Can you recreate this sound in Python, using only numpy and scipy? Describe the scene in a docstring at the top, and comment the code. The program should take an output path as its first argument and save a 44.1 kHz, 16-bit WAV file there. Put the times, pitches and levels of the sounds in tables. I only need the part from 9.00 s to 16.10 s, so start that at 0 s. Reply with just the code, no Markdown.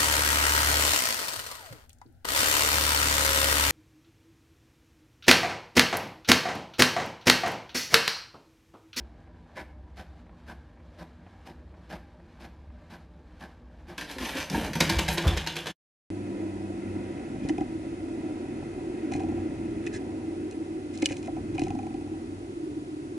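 """Inkjet printer on a dresser: carriage grains hiss on the rail over a low hum; gear grains burst twice a second.
At 5 s a cat on it scrambles down: stick-slip noise and claw snaps in panel resonances, paws as damped sines.
A sheet rustles as filtered grains; from 5.8 s low damped sines thump in dresser and floor.
Meanwhile the released tray bounces ten times a second, noise bursts in its resonances, until the sound cuts off."""
import sys
import numpy as np
from scipy import signal
from scipy.fft import rfft, irfft, next_fast_len
from scipy.io import wavfile
from scipy.ndimage import map_coordinates

SR = 44100
rng = np.random.default_rng(int(sys.argv[2]) if len(sys.argv) > 2 else 0)


def store_pcm(level_fs):
    """Save levels as 16-bit WAV."""
    pcm = np.round(np.clip(level_fs, -1, 1) * 32767).astype(np.int16)
    wavfile.write(sys.argv[1], SR, np.atleast_2d(pcm).T)


N = 313242

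# Low hum near 65 Hz, pitch and level wandering: start_s, pitch_hz, level_db
LOW_HUM = [(0, 63, -40), (.3, 64.2, -63), (.65, 68.7, -50), (.95, 65, -47.5), (1.4, 68.9, -52),
           (1.8, 65.7, -52.5), (2.3, 66, -69), (2.55, 67.6, -53), (2.9, 62, -54), (3.35, 64, -56),
           (3.65, 69.9, -45), (3.9, 62, -57), (4.4, 66, -53), (4.68, 59.7, -47), (4.95, 60, -64)]
# Faint wavering tones: pitch_hz, level_db
FAINT_TONES = [(150, -66.5), (241, -62), (300, -65.5)]
# Dresser rumble spectrum: freq_hz, relative_db_per_hz
DRESSER_SPECTRUM = [(15, -49), (25, -24.5), (42, -2), (60, 2.5), (88, 0), (114, -13), (145, -11.5),
                    (200, -15), (240, -15.5), (270, -17), (307, -13), (379, -24.5), (500, -18),
                    (650, -44.5), (1100, -120)]

# Paper advances between passes: start_s, length_s, gear_db, case_db, cover_db, roller_db, next_pass_rail_db
FEEDS = [(-.055, 0.079, -59, -43, -49, -51, -66), (0.548, 0.079, -44, -49.5, -41.5, -41.5, -67),
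         (0.956, 0.076, -47.5, -52, -47.5, -51.5, -65.5), (1.461, 0.077, -50.5, -48, -50.5, -51.5, -65),
         (1.974, .068, -50, -45.5, -46, -55.5, -64), (2.447, 0.073, -50, -47.5, -50, -63, -64),
         (2.888, 0.081, -43.5, -45.5, -42.5, -50.5, -64.5), (3.393, 0.078, -48, -46, -53, -53, -65),
         (3.892, 0.08, -50, -48, -49.5, -55, -65.5), (4.392, 0.073, -49, -46.5, -45.5, -50, -64.5),
         (4.87, 0.07, -48.5, -45, -49.5, -51, -58.5)]
# Soft knocks inside the mechanism: start_s, level_db
INNER_KNOCKS = [(0.273, -54), (1.264, -55), (1.292, -52), (1.773, -54), (1.799, -55), (2.21, -56),
                (2.264, -49.5), (2.74, -52), (3.199, -56), (3.697, -52)]
# Carriage rail spectrum: freq_hz, relative_db_per_hz
RAIL_SPECTRUM = [(240, -29), (400, -10), (686, -6.5), (973, -8.5), (1380, -13), (1790, -11), (1990, -18),
                 (2170, -14), (2540, -18.5), (3940, -21.5), (13000, -45)]
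# Gear train spectrum: freq_hz, relative_db_per_hz
GEAR_SPECTRUM = [(76, -27.5), (130, -9), (180, 0.5), (232, -10.5), (361, -1.5), (413, -8), (780, -3.5),
                 (1290, -13.5), (1690, -18), (1970, -13), (5360, -31), (7580, -40.5), (13000, -35.5)]
# Moving sheet spectrum: freq_hz, relative_db_per_hz
PAPER_SPECTRUM = [(1000, 0.5), (2500, 2.5), (5000, -1), (7500, -13), (13000, -15)]
# Hollow case resonances: freq_hz, width_hz, relative_db
CASE_MODES = [(169, 14, 5.5), (247, 23, -5), (310.7, 9, -5), (350, 20, -4)]
# Plastic cover resonances: freq_hz, width_hz, relative_db
COVER_MODES = [(513, 34, -4.5), (602, 20, 5), (782, 34, 1.5), (877, 50, -4), (971.5, 28, -1),
               (1077, 62, -7), (1610, 150, -8.5)]
# Feed roller resonances: freq_hz, width_hz, relative_db
ROLLER_MODES = [(1573, 120, -1.5), (1716, 85, 1.5), (2150, 230, -11), (5365, 110, -17.5)]
REST_S, REST_WIDTH_S, REST_DB = 0.814, 0.057, -2  # brief carriage rest in one pass
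TURN_DB, COAST_AT = 2, 0.56  # rail swing, +/-; share of the pass where it is quietest
SHAKE_DB, SHAKE_AT = 1.5, 0.69  # shaking swing, +/-; share of the pass where it is strongest
RUN_OUT_S = .012  # gear train lag
HISS_DB, HISS_DB_PER_GEAR_DB = -7, 0.82  # sheet relative to gears; its gain per dB of harder advance

# Paws skidding on plastic: start_s, held_s, scrape_db, panel_db, case_rumble_db, rasp_pitch_hz, rasp_db
SKIDS = [(4.973, 0.03, -49, -49.5, -44, 4310, -52), (5.077, 0.044, -45.5, -54, -51.5, 3690, -55),
         (5.195, 0.12, -43, -43.5, -43, 2920, -55), (5.345, 0.069, -42.5, -44.5, -44, 3000, -54),
         (5.51, 0.14, -42.5, -43.5, -37, 2300, -54), (5.743, 0.11, -49, -45, -38, 2300, -47)]
# Claws catching on the case: start_s, scratch_db, snap_db
CLAWS = [(4.979, -20.5, -23), (5.01, -25, -32.5), (5.088, -34, -39.5), (5.113, -37.5, -23),
         (5.183, -22, -26), (5.207, -28.5, -29.5), (5.222, -27, -30), (5.247, -29, -30),
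         (5.290, -30, -25.5), (5.35, -29.5, -30.5), (5.37, -21.5, -25.5), (5.403, -23, -27.5),
         (5.499, -23.5, -15.5), (5.547, -26, -30.5), (5.645, -29.5, -34), (5.732, -18.5, -28),
         (5.753, -19.5, -29)]
# Claw scrape spectrum: freq_hz, relative_db_per_hz
SCRAPE_SPECTRUM = [(240, -22.5), (400, -11), (505, -3.5), (666, -11.5), (959, -0.5), (1260, -8.5),
                   (1740, 2.5), (1930, -1.5), (4110, -7), (6950, -17.5), (13000, -20)]
# Snap spectrum, claws and tray: freq_hz, relative_db_per_hz
SNAP_SPECTRUM = [(1000, -6), (2200, 0), (4500, 3.5), (7000, -3), (9000, -8), (13000, -9)]
# Case rumble spectrum: freq_hz, relative_db_per_hz
RUMBLE_SPECTRUM = [(100, -15), (165, 3), (240, -3.5), (305, 3), (390, -8.5), (480, -6.5), (800, -8.5),
                   (1500, -33)]
# Scratched front panel resonances: freq_hz, width_hz, relative_db
PANEL_MODES = [(530, 100, -3.5), (800, 70, -3), (1020, 120, -3), (1650, 140, 1), (2270, 220, -4.5),
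               (2980, 450, -6), (4000, 180, -7), (4660, 330, -12.5), (6070, 550, -10)]
SKID_ATTACK_S, SKID_T60_S = .0081, 0.25
CATCH_DB = -12.5  # friction burst relative to a claw's peak
RASP_GLIDE_PER_S = 2.5  # share by which the rasp rises per second, for 0.1 s
SLIP_RATE_HZ, SLIP_SCATTER, SLIP_DECAY_S, SLIP_SHARE = 230, .5, .0024, .6  # nominal rate; share of the scrape

# Paws pushing off the case: start_s, thump_db, thump_pitch_hz, panel_knock_db
PUSHES = [(5.1, -42, 290, -38), (5.16, -33, 260, -52), (5.206, -30.5, 250, -47), (5.225, -32.5, 235, -46),
          (5.261, -42, 240, -31), (5.292, -42, 240, -34.5), (5.35, -30, 270, -35.5),
          (5.505, -29.5, 185, -43.5), (5.531, -23.5, 185, -52), (5.545, -24.5, 215, -18),
          (5.572, -25, 225, -29.5), (5.629, -32, 200, -36), (5.645, -40, 200, -32),
          (5.699, -28, 150, -48.5), (5.756, -23.5, 165, -27.5), (5.81, -23, 240, -26.5)]
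# Case ringing under a paw: multiple_of_thump_pitch, relative_db, t60_s
PUSH_MODES = [(1, -0.5, .15), (1.42, -3, .11), (2.0, -6, .09)]
# Front panel ringing under a paw: freq_hz, relative_db, t60_s
KNOCK_MODES = [(780, -9, .08), (909.4, -1, .085), (1656, -7.5, .055), (2235, -15.5, .055)]
# Weight thumping dresser and floor: start_s, level_db, pitch_hz
THUDS = [(5.805, -30, 83.3), (5.918, -23.5, 99), (5.962, -16.5, 65.4), (6.08, -23, 64), (6.249, -24.5, 119),
         (6.264, -11.5, 71.5), (6.362, -23.5, 68)]
# Room boom spectrum: freq_hz, relative_db_per_hz
BOOM_SPECTRUM = [(15, -51.5), (25, -25), (40, -4.5), (65, 1.5), (89, 1), (114, -20.5), (141, -13.5),
                 (200, -22), (236, -12.5), (267, -17), (307, -11), (379, -25), (500, -17), (650, -48),
                 (1100, -120)]
# Paws brushing the floor, spectrum: freq_hz, relative_db_per_hz
BRUSH_SPECTRUM = [(200, -12), (450, -0.5), (1200, -4), (2200, -15.5), (6000, -36.5)]
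KNOCK_DETUNE = .008  # each paw loads the panel differently
THUD_T60_S, BOOM_DB = 0.19, -14  # boom relative to its thump
LANDING_S, LANDING_DB, LANDING_ATTACK_S, LANDING_T60_S = 6.235, -24, 0.0122, 0.22

# Sheet rustling on the tray: start_s, length_s, level_db
RUSTLES = [(5.2, 0.16, -50.5), (5.506, 0.13, -53), (5.751, 0.022, -48), (6.091, 0.083, -42.5)]
# Rustle spectrum: freq_hz, relative_db_per_hz
RUSTLE_SPECTRUM = [(3000, -34), (8500, 0), (11000, 4), (12400, 6.5), (13200, -8.5)]

# Tray bounces: start_s, clack_db, snap_db, chatter_db, lip_db, edge_pitch_hz, edge_db
BOUNCES = [(5.806, -16, -21.5, -25.5, -37, 4600, -21.5), (5.897, -20, -25.5, -26.5, -44, 4430, -26.5),
           (5.990, -21, -25, -31, -38, 2740, -28.5), (6.085, -22.5, -27, -27, -40.5, 2280, -32),
           (6.1795, -22, -34.5, -30, -39.5, 3750, -28), (6.277, -27.5, -32.5, -30.5, -36.5, 3420, -27.5),
           (6.373, -25, -34.5, -35, -37, 4000, -31), (6.472, -26.5, -35.5, -37.5, -39, 4180, -29),
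           (6.565, -28.5, -32.5, -34.5, -40.5, 2427, -33), (6.668, -27, -40, -36, -41.5, 3400, -33.5)]
# Tray clack spectrum: freq_hz, relative_db_per_hz
CLACK_SPECTRUM = [(76, -25.5), (130, -13.5), (161, 4), (265, -13.5), (309, 1), (390, -22), (438, -7.5),
                  (811, -9.5), (946, -8), (1290, -16.5), (1690, -6), (1900, -9.5), (2300, -12), (3180, -15),
                  (13000, -34.5)]
# Tray resonances: freq_hz, width_hz, relative_db
TRAY_MODES = [(162.3, 10, 8.5), (303, 6.8, 5), (344.4, 15, 9), (483, 30, 0), (724, 30, 2), (930, 36, 1.5),
              (1482, 35, 0.5), (1660, 43, -5.5), (2110, 40, -0.5), (2317, 40, -1.5), (2470, 25, 1),
              (2920, 22, -2), (3150, 61, -1.5), (3850, 50, -5.5), (3970, 50, -5), (4440, 110, -9),
              (5230, 100, -9.5), (6430, 70, -9.5)]
# Thin front lip resonances: freq_hz, width_hz, relative_db
LIP_MODES = [(2290, 50, -4.5), (2780, 90, 1), (3106, 130, 0.5), (3460, 130, 1), (3980, 70, -6),
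             (4280, 110, -8)]
LEAD_S, LEAD_GROWS_S, LEAD_DB = .003, 0.00081, -3  # early corner: first lead, growth per bounce, level
SNAP_T60_S, LIP_T60_S = 0.041, .33
EDGE_WIDTH_HZ, EDGE_T60_S = 700, 0.045
RATTLE_RATE_HZ, RATTLE_DB = 90, -11  # loose parts; level relative to chatter

# Room decay: freq_hz, t60_s
ROOM = [(150, 0.53), (1000, 0.41), (4000, 0.32), (12000, 0.33)]
# Stereo side level: freq_hz, side_db
WIDTH = [(2800, -60), (4200, -14), (6000, -8), (13000, -8)]
CUT_S, TOP_HZ = 6.71, 13250


def amp(db):
    """Decibels to gain."""
    return 10 ** (np.asarray(db) / 20)


def unit(x):
    """Scale to rms 1."""
    return x / np.sqrt(np.mean(x ** 2) + 1e-20)


def clock():
    """Time of every sample, in seconds."""
    return np.arange(N) / SR


def along(points, hz):
    """(Hz, value) points read on a log axis."""
    f, v = np.transpose(points)
    return np.interp(np.log(hz + 1), np.log(f + 1), v)


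def wobble(rate_hz):
    """Smooth random curve with rate_hz knots a second."""
    knots = rng.standard_normal(int(N * rate_hz / SR) + 4)
    return map_coordinates(knots, [clock() * rate_hz])


def filtered(x, response):
    """x times a complex response of frequency."""
    m = 2 * next_fast_len(N // 2 + SR // 4)
    return irfft(rfft(x, m) * response(np.fft.rfftfreq(m, 1 / SR)), m)[..., :N]


def coloured(x, spectrum):
    """x through a causal, minimum-phase filter of unit power with the given spectrum."""
    def response(hz):
        magnitude = unit(amp(along(spectrum, hz)))
        cepstrum = irfft(np.log(magnitude + 1e-6))
        half = len(cepstrum) // 2
        fold = np.r_[1, np.full(half - 1, 2), 1, np.zeros(half - 1)]
        return np.exp(rfft(cepstrum * fold))
    return filtered(x, response)


def peak(x, hz, width_hz):
    """x through one resonance."""
    return signal.lfilter(*signal.iirpeak(hz, hz / width_hz, fs=SR), x)


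def resonate(x, modes, vary_db):
    """x through resonances of unit power; each strength drifts as the contact point moves."""
    out, power = np.zeros(N), 0
    for k, (hz, width_hz, db) in enumerate(modes):
        mode = (-1) ** k * peak(x, hz, width_hz)
        out += amp(db) * unit(amp(vary_db * wobble(12))) * mode
        power += amp(db) ** 2 * np.pi * width_hz / SR
    return out / np.sqrt(power)


def grains(rate_hz, spread_db):
    """Tiny random contacts of uneven size, rate_hz a second, rms 1."""
    hit = rng.random(N) < rate_hz / SR
    sign = np.sign(rng.standard_normal(N))
    size = amp(spread_db * np.clip(rng.standard_normal(N), -2, 2))
    return unit(hit * sign * size)


def decay(s, t60, attack):
    """Envelope that starts at s, swells quickly and dies away; all in seconds."""
    envelope = np.zeros(N)
    live = np.arange(max(int(s * SR), 0), min(int((s + 2 * t60) * SR), N))
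    t = np.maximum(live / SR - s, 0)
    envelope[live] = (1 - np.exp(-t / attack)) * amp(-60 * t / t60)
    return envelope


def hump(s, length, shape):
    """shape(u) of the share u of a movement done so far."""
    return shape(np.clip((clock() - s) / length, 0, 1))


def smear(x, decay_s):
    """Each impulse dies away exponentially."""
    return signal.lfilter([1], [1, -np.exp(-1 / (decay_s * SR))], x)


def room(x, wet_db):
    """x plus the small room's answer, each frequency dying at its own speed."""
    hz, t, z = signal.stft(rng.standard_normal(SR // 2), SR, nperseg=256)
    fading = amp(-60 * t / along(ROOM, hz)[:, None])
    tail = signal.istft(z * fading, SR, nperseg=256)[1]
    tail = np.pad(tail / np.linalg.norm(tail), (SR // 300, 0))
    return x + amp(wet_db) * signal.fftconvolve(x, tail)[:N]


def waver_tone(hz, waver):
    """Sine whose pitch wavers at random, by the given share."""
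    return np.sin(2 * np.pi * np.cumsum(hz * (1 + waver * wobble(9))) / SR)


def low_hum():
    """Low hum near 65 Hz and faint tones, pitch and level wavering at random, over the dresser's dull rumble."""
    s, pitch_hz, level_db = np.transpose(LOW_HUM)
    pitch_hz = np.interp(clock(), s, pitch_hz)
    level_db = np.interp(clock(), s, level_db)
    hum = amp(level_db + 2 * wobble(7)) * waver_tone(pitch_hz, waver=.015)
    faint = sum(amp(db + 2.2 * wobble(5.8)) * waver_tone(hz, waver=.01) for hz, db in FAINT_TONES)
    rumble = amp(-52.0) * coloured(rng.standard_normal(N), DRESSER_SPECTRUM)
    return hum + faint + rumble


def carriage():
    """Head rubs its rail hardest near the turns; drive shakes case and cover, which muffle inner knocks."""
    passes = np.interp(clock(), [s for s, *_ in FEEDS], np.arange(len(FEEDS)))
    rail_db = np.array([db for *_, db in FEEDS])[passes.astype(int)]
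    turn_db = -TURN_DB * np.cos(2 * np.pi * (passes - COAST_AT))
    shake_db = SHAKE_DB * np.cos(2 * np.pi * (passes - SHAKE_AT))
    rest_db = REST_DB * np.exp(-((clock() - REST_S) / REST_WIDTH_S) ** 2)
    flutter_db = 0.65 * wobble(11) + 0.9 * wobble(30)
    rubbing = grains(5000, spread_db=2)
    slide = amp(rail_db + turn_db + rest_db + flutter_db) * coloured(rubbing, RAIL_SPECTRUM)
    knock_level = sum(amp(db) * decay(s, t60=.06, attack=.0007) for s, db in INNER_KNOCKS)
    knocks = coloured(knock_level * rubbing, GEAR_SPECTRUM)
    case = amp(shake_db - 59.5) * resonate(rng.standard_normal(N), CASE_MODES, vary_db=3.5)
    cover = amp(shake_db + rest_db - 64.5) * resonate(grains(300, spread_db=1), COVER_MODES, vary_db=3.5)
    muffle = signal.butter(2, 3200, fs=SR, output="sos")
    return room(slide, wet_db=-5.5) + signal.sosfilt(muffle, case + cover + knocks)


def run_out(push):
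    """The gear train follows a push with a short lag."""
    keep = np.exp(-1 / (RUN_OUT_S * SR))
    return signal.lfilter([1 - keep], [1, -keep], push)


def paper_feed():
    """Gears chatter and whirr with speed, with a tick early in each advance; the moving sheet hisses."""
    gear, ticks, ring, knock, whirr, sheet = np.zeros((6, N))
    usual_db = np.mean([db for _, _, db, *_ in FEEDS])
    for s, length, gear_db, case_db, cover_db, roller_db, _ in FEEDS:
        speed = hump(s, length, lambda u: 4 * u * (1 - u))
        tick = decay(s + .013, t60=.04, attack=.002)
        gear += amp(gear_db) * speed ** 1.2
        ticks += amp(gear_db - 2.0) * tick
        ring += amp(cover_db) * speed ** 1.7
        knock += amp(case_db) * speed
        whirr += amp(roller_db) * speed ** 1.4
        sheet_db = usual_db + HISS_DB_PER_GEAR_DB * (gear_db - usual_db) + HISS_DB
        sheet += amp(sheet_db) * (speed + amp(-2.5) * tick)
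    teeth = amp(2.2 * np.clip(wobble(260), -1.8, 1.8))  # uneven meshing
    gears = coloured((run_out(gear) + ticks) * unit(teeth * grains(1400, spread_db=-2)), GEAR_SPECTRUM)
    cover = resonate(ring * unit(teeth * grains(1200, spread_db=1.0)), COVER_MODES, vary_db=0.5)
    case = resonate(knock * grains(1400, spread_db=1), CASE_MODES, vary_db=1.5)
    rollers = resonate(whirr * grains(2000, spread_db=0.5), ROLLER_MODES, vary_db=3.0)
    hiss = coloured(sheet * unit(teeth * grains(3500, spread_db=1)), PAPER_SPECTRUM)
    return room(gears + cover + case + rollers + hiss, wet_db=-9)


def skid_shape(s, held):
    """A skid grips quickly, holds and runs out slowly."""
    t = np.maximum(clock() - s, 0)
    return (1 - np.exp(-t / SKID_ATTACK_S)) * amp(-60 * np.clip((t - held) / SKID_T60_S, 0, 2))


def rasp(s, hz):
    """Narrow band of friction noise that rises as the claw gathers speed."""
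    pitch_hz = hz * (1 + RASP_GLIDE_PER_S * np.clip(clock() - s, 0, .1))
    band = signal.lfilter(*signal.butter(2, 120, fs=SR), rng.standard_normal(N))
    return unit(band * np.sin(2 * np.pi * np.cumsum(pitch_hz) / SR))


def stick_slip():
    """A claw holds and lets go unevenly; each slip is a short jerk of its own size."""
    gap_draw, size_draw = rng.standard_normal((2, int(2 * SLIP_RATE_HZ * N / SR)))
    at = (np.cumsum(np.exp(SLIP_SCATTER * gap_draw)) * SR / SLIP_RATE_HZ).astype(int)
    jerks = np.bincount(at, amp(3 * np.clip(size_draw, -1.5, 1.5)), N)[:N]
    return unit(1 - SLIP_SHARE + SLIP_SHARE * unit(smear(jerks, SLIP_DECAY_S)))


def scramble():
    """Claws snap and skid, waking shifting panel resonances; the hollow case rumbles."""
    scrape, press, weight, rasps = np.zeros((4, N))
    for s, held, scrape_db, panel_db, rumble_db, hz, rasp_db in SKIDS:
        shape = skid_shape(s, held)
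        scrape += amp(scrape_db) * shape
        press += amp(panel_db) * shape
        weight += amp(rumble_db) * shape
        rasps += amp(rasp_db) * shape * rasp(s, hz)
    catches = sum(amp(db + CATCH_DB) * decay(s, t60=0.057, attack=0.0012) for s, db, _ in CLAWS)
    snaps = sum(amp(db + CATCH_DB) * decay(s, t60=0.023, attack=0.0004) for s, _, db in CLAWS)
    slips = stick_slip()
    scratch_force = (scrape * slips + catches) * grains(4000, spread_db=1.5)
    panel_force = (press * slips + amp(-4.5) * catches) * grains(4000, spread_db=1.5)
    scratch = coloured(scratch_force, SCRAPE_SPECTRUM)
    panel = resonate(panel_force, PANEL_MODES, vary_db=4)
    snap = coloured(snaps * grains(6600, spread_db=2), SNAP_SPECTRUM)
    rumble = weight * coloured(grains(900, spread_db=2.5), RUMBLE_SPECTRUM)
    return room(scratch + panel + slips * rasps + snap + rumble, wet_db=-2.5)


def damped_sine(s, hz, t60):
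    """One mode struck at s."""
    return decay(s, t60, attack=0.002) * np.sin(2 * np.pi * hz * (clock() - s))


def strike(s, db, modes, tuning):
    """Modes struck together, each at a slightly random level."""
    out = np.zeros(N)
    for f, mode_db, t60 in modes:
        out += amp(db + mode_db + rng.normal(0, 1.3)) * damped_sine(s, f * tuning, t60)
    return out


def footfalls():
    """Paws ring case and panel, thump damped cycles out of dresser and floor, brush the floor on landing."""
    pushes, knocks = np.zeros((2, N))
    for s, thump_db, hz, knock_db in PUSHES:
        pushes += strike(s, thump_db, PUSH_MODES, hz)
        knocks += strike(s, knock_db, KNOCK_MODES, 1 + KNOCK_DETUNE * rng.uniform(-0.67, 1))
    thuds = sum(amp(db) * damped_sine(s, hz, THUD_T60_S) for s, db, hz in THUDS)
    weight = sum(amp(db + BOOM_DB) * decay(s, THUD_T60_S, attack=0.0021) for s, db, *_ in THUDS + PUSHES)
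    boom = coloured(weight * rng.standard_normal(N), BOOM_SPECTRUM)
    landing = amp(LANDING_DB) * decay(LANDING_S, LANDING_T60_S, LANDING_ATTACK_S)
    brush = landing * coloured(grains(2500, spread_db=2), BRUSH_SPECTRUM)
    return pushes + knocks + thuds + room(boom + brush, wet_db=-3.0)


def rustle():
    """The printed sheet slips on the tray with a thin high hiss."""
    slip = sum(amp(db) * hump(s, length, lambda u: np.sin(np.pi * u)) for s, length, db in RUSTLES)
    return slip * coloured(grains(4000, spread_db=2), RUSTLE_SPECTRUM)


def tray():
    """Two corners slap their stops per bounce, the struck edge varying; plastic chatters, lip rings on."""
    slaps, snaps, chatter, buzz, edges = np.zeros((5, N))
    contact = grains(12000, spread_db=1)
    for k, (s, clack_db, snap_db, chatter_db, lip_db, edge_hz, edge_db) in enumerate(BOUNCES):
        early_s = s - LEAD_S - LEAD_GROWS_S * k
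        for at, corner_db in (early_s, LEAD_DB), (s, 0):
            slaps += amp(clack_db + corner_db) * decay(at, t60=0.049, attack=0.0008)
            snaps += amp(snap_db + corner_db) * decay(at, SNAP_T60_S, attack=0.00061)
        chatter += amp(chatter_db) * decay(s, t60=0.35, attack=0.017)
        buzz += amp(lip_db) * decay(s, LIP_T60_S, attack=.002)
        edge = unit(peak(contact, edge_hz, EDGE_WIDTH_HZ))
        edges += amp(edge_db) * decay(s, EDGE_T60_S, attack=.0003) * edge

    def force():
        return slaps * grains(12000, spread_db=1.5) + chatter * grains(900, spread_db=3)

    crack = amp(-2.0) * coloured(force(), CLACK_SPECTRUM)
    ticks = unit(smear(np.abs(grains(RATTLE_RATE_HZ, spread_db=1.5)), .001))
    rattle = amp(RATTLE_DB) * chatter * ticks
    snap = coloured((snaps + rattle) * grains(9000, spread_db=3.5), SNAP_SPECTRUM)
    ring = amp(-4.5) * resonate(force(), TRAY_MODES, vary_db=3.5)
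    lip = resonate(buzz * grains(1500, spread_db=2), LIP_MODES, vary_db=4)
    return room(crack + snap + edges + ring + lip, wet_db=-6)


def scene():
    """Everything comes from straight ahead; only the treble is diffuse."""
    mid = low_hum() + carriage() + paper_feed() + scramble() + footfalls() + rustle() + tray()
    side = filtered(mid * unit(wobble(700)), lambda hz: 1j * amp(along(WIDTH, hz)))
    return np.array([mid + side, mid - side])


def record(dry):
    """The microphone sheds deep bass; the sound stops abruptly; nothing passes the band limit."""
    low_cut_hz, fade_t60_s = 42, .045
    low_cut = signal.butter(3, low_cut_hz, "high", fs=SR, output="sos")
    microphone = signal.sosfilt(low_cut, dry)
    fade = amp(-60 * np.clip((clock() - CUT_S) / fade_t60_s, 0, 2))
    return filtered(microphone * fade, lambda hz: hz < TOP_HZ)


dry = scene()
out = record(dry)
store_pcm(out)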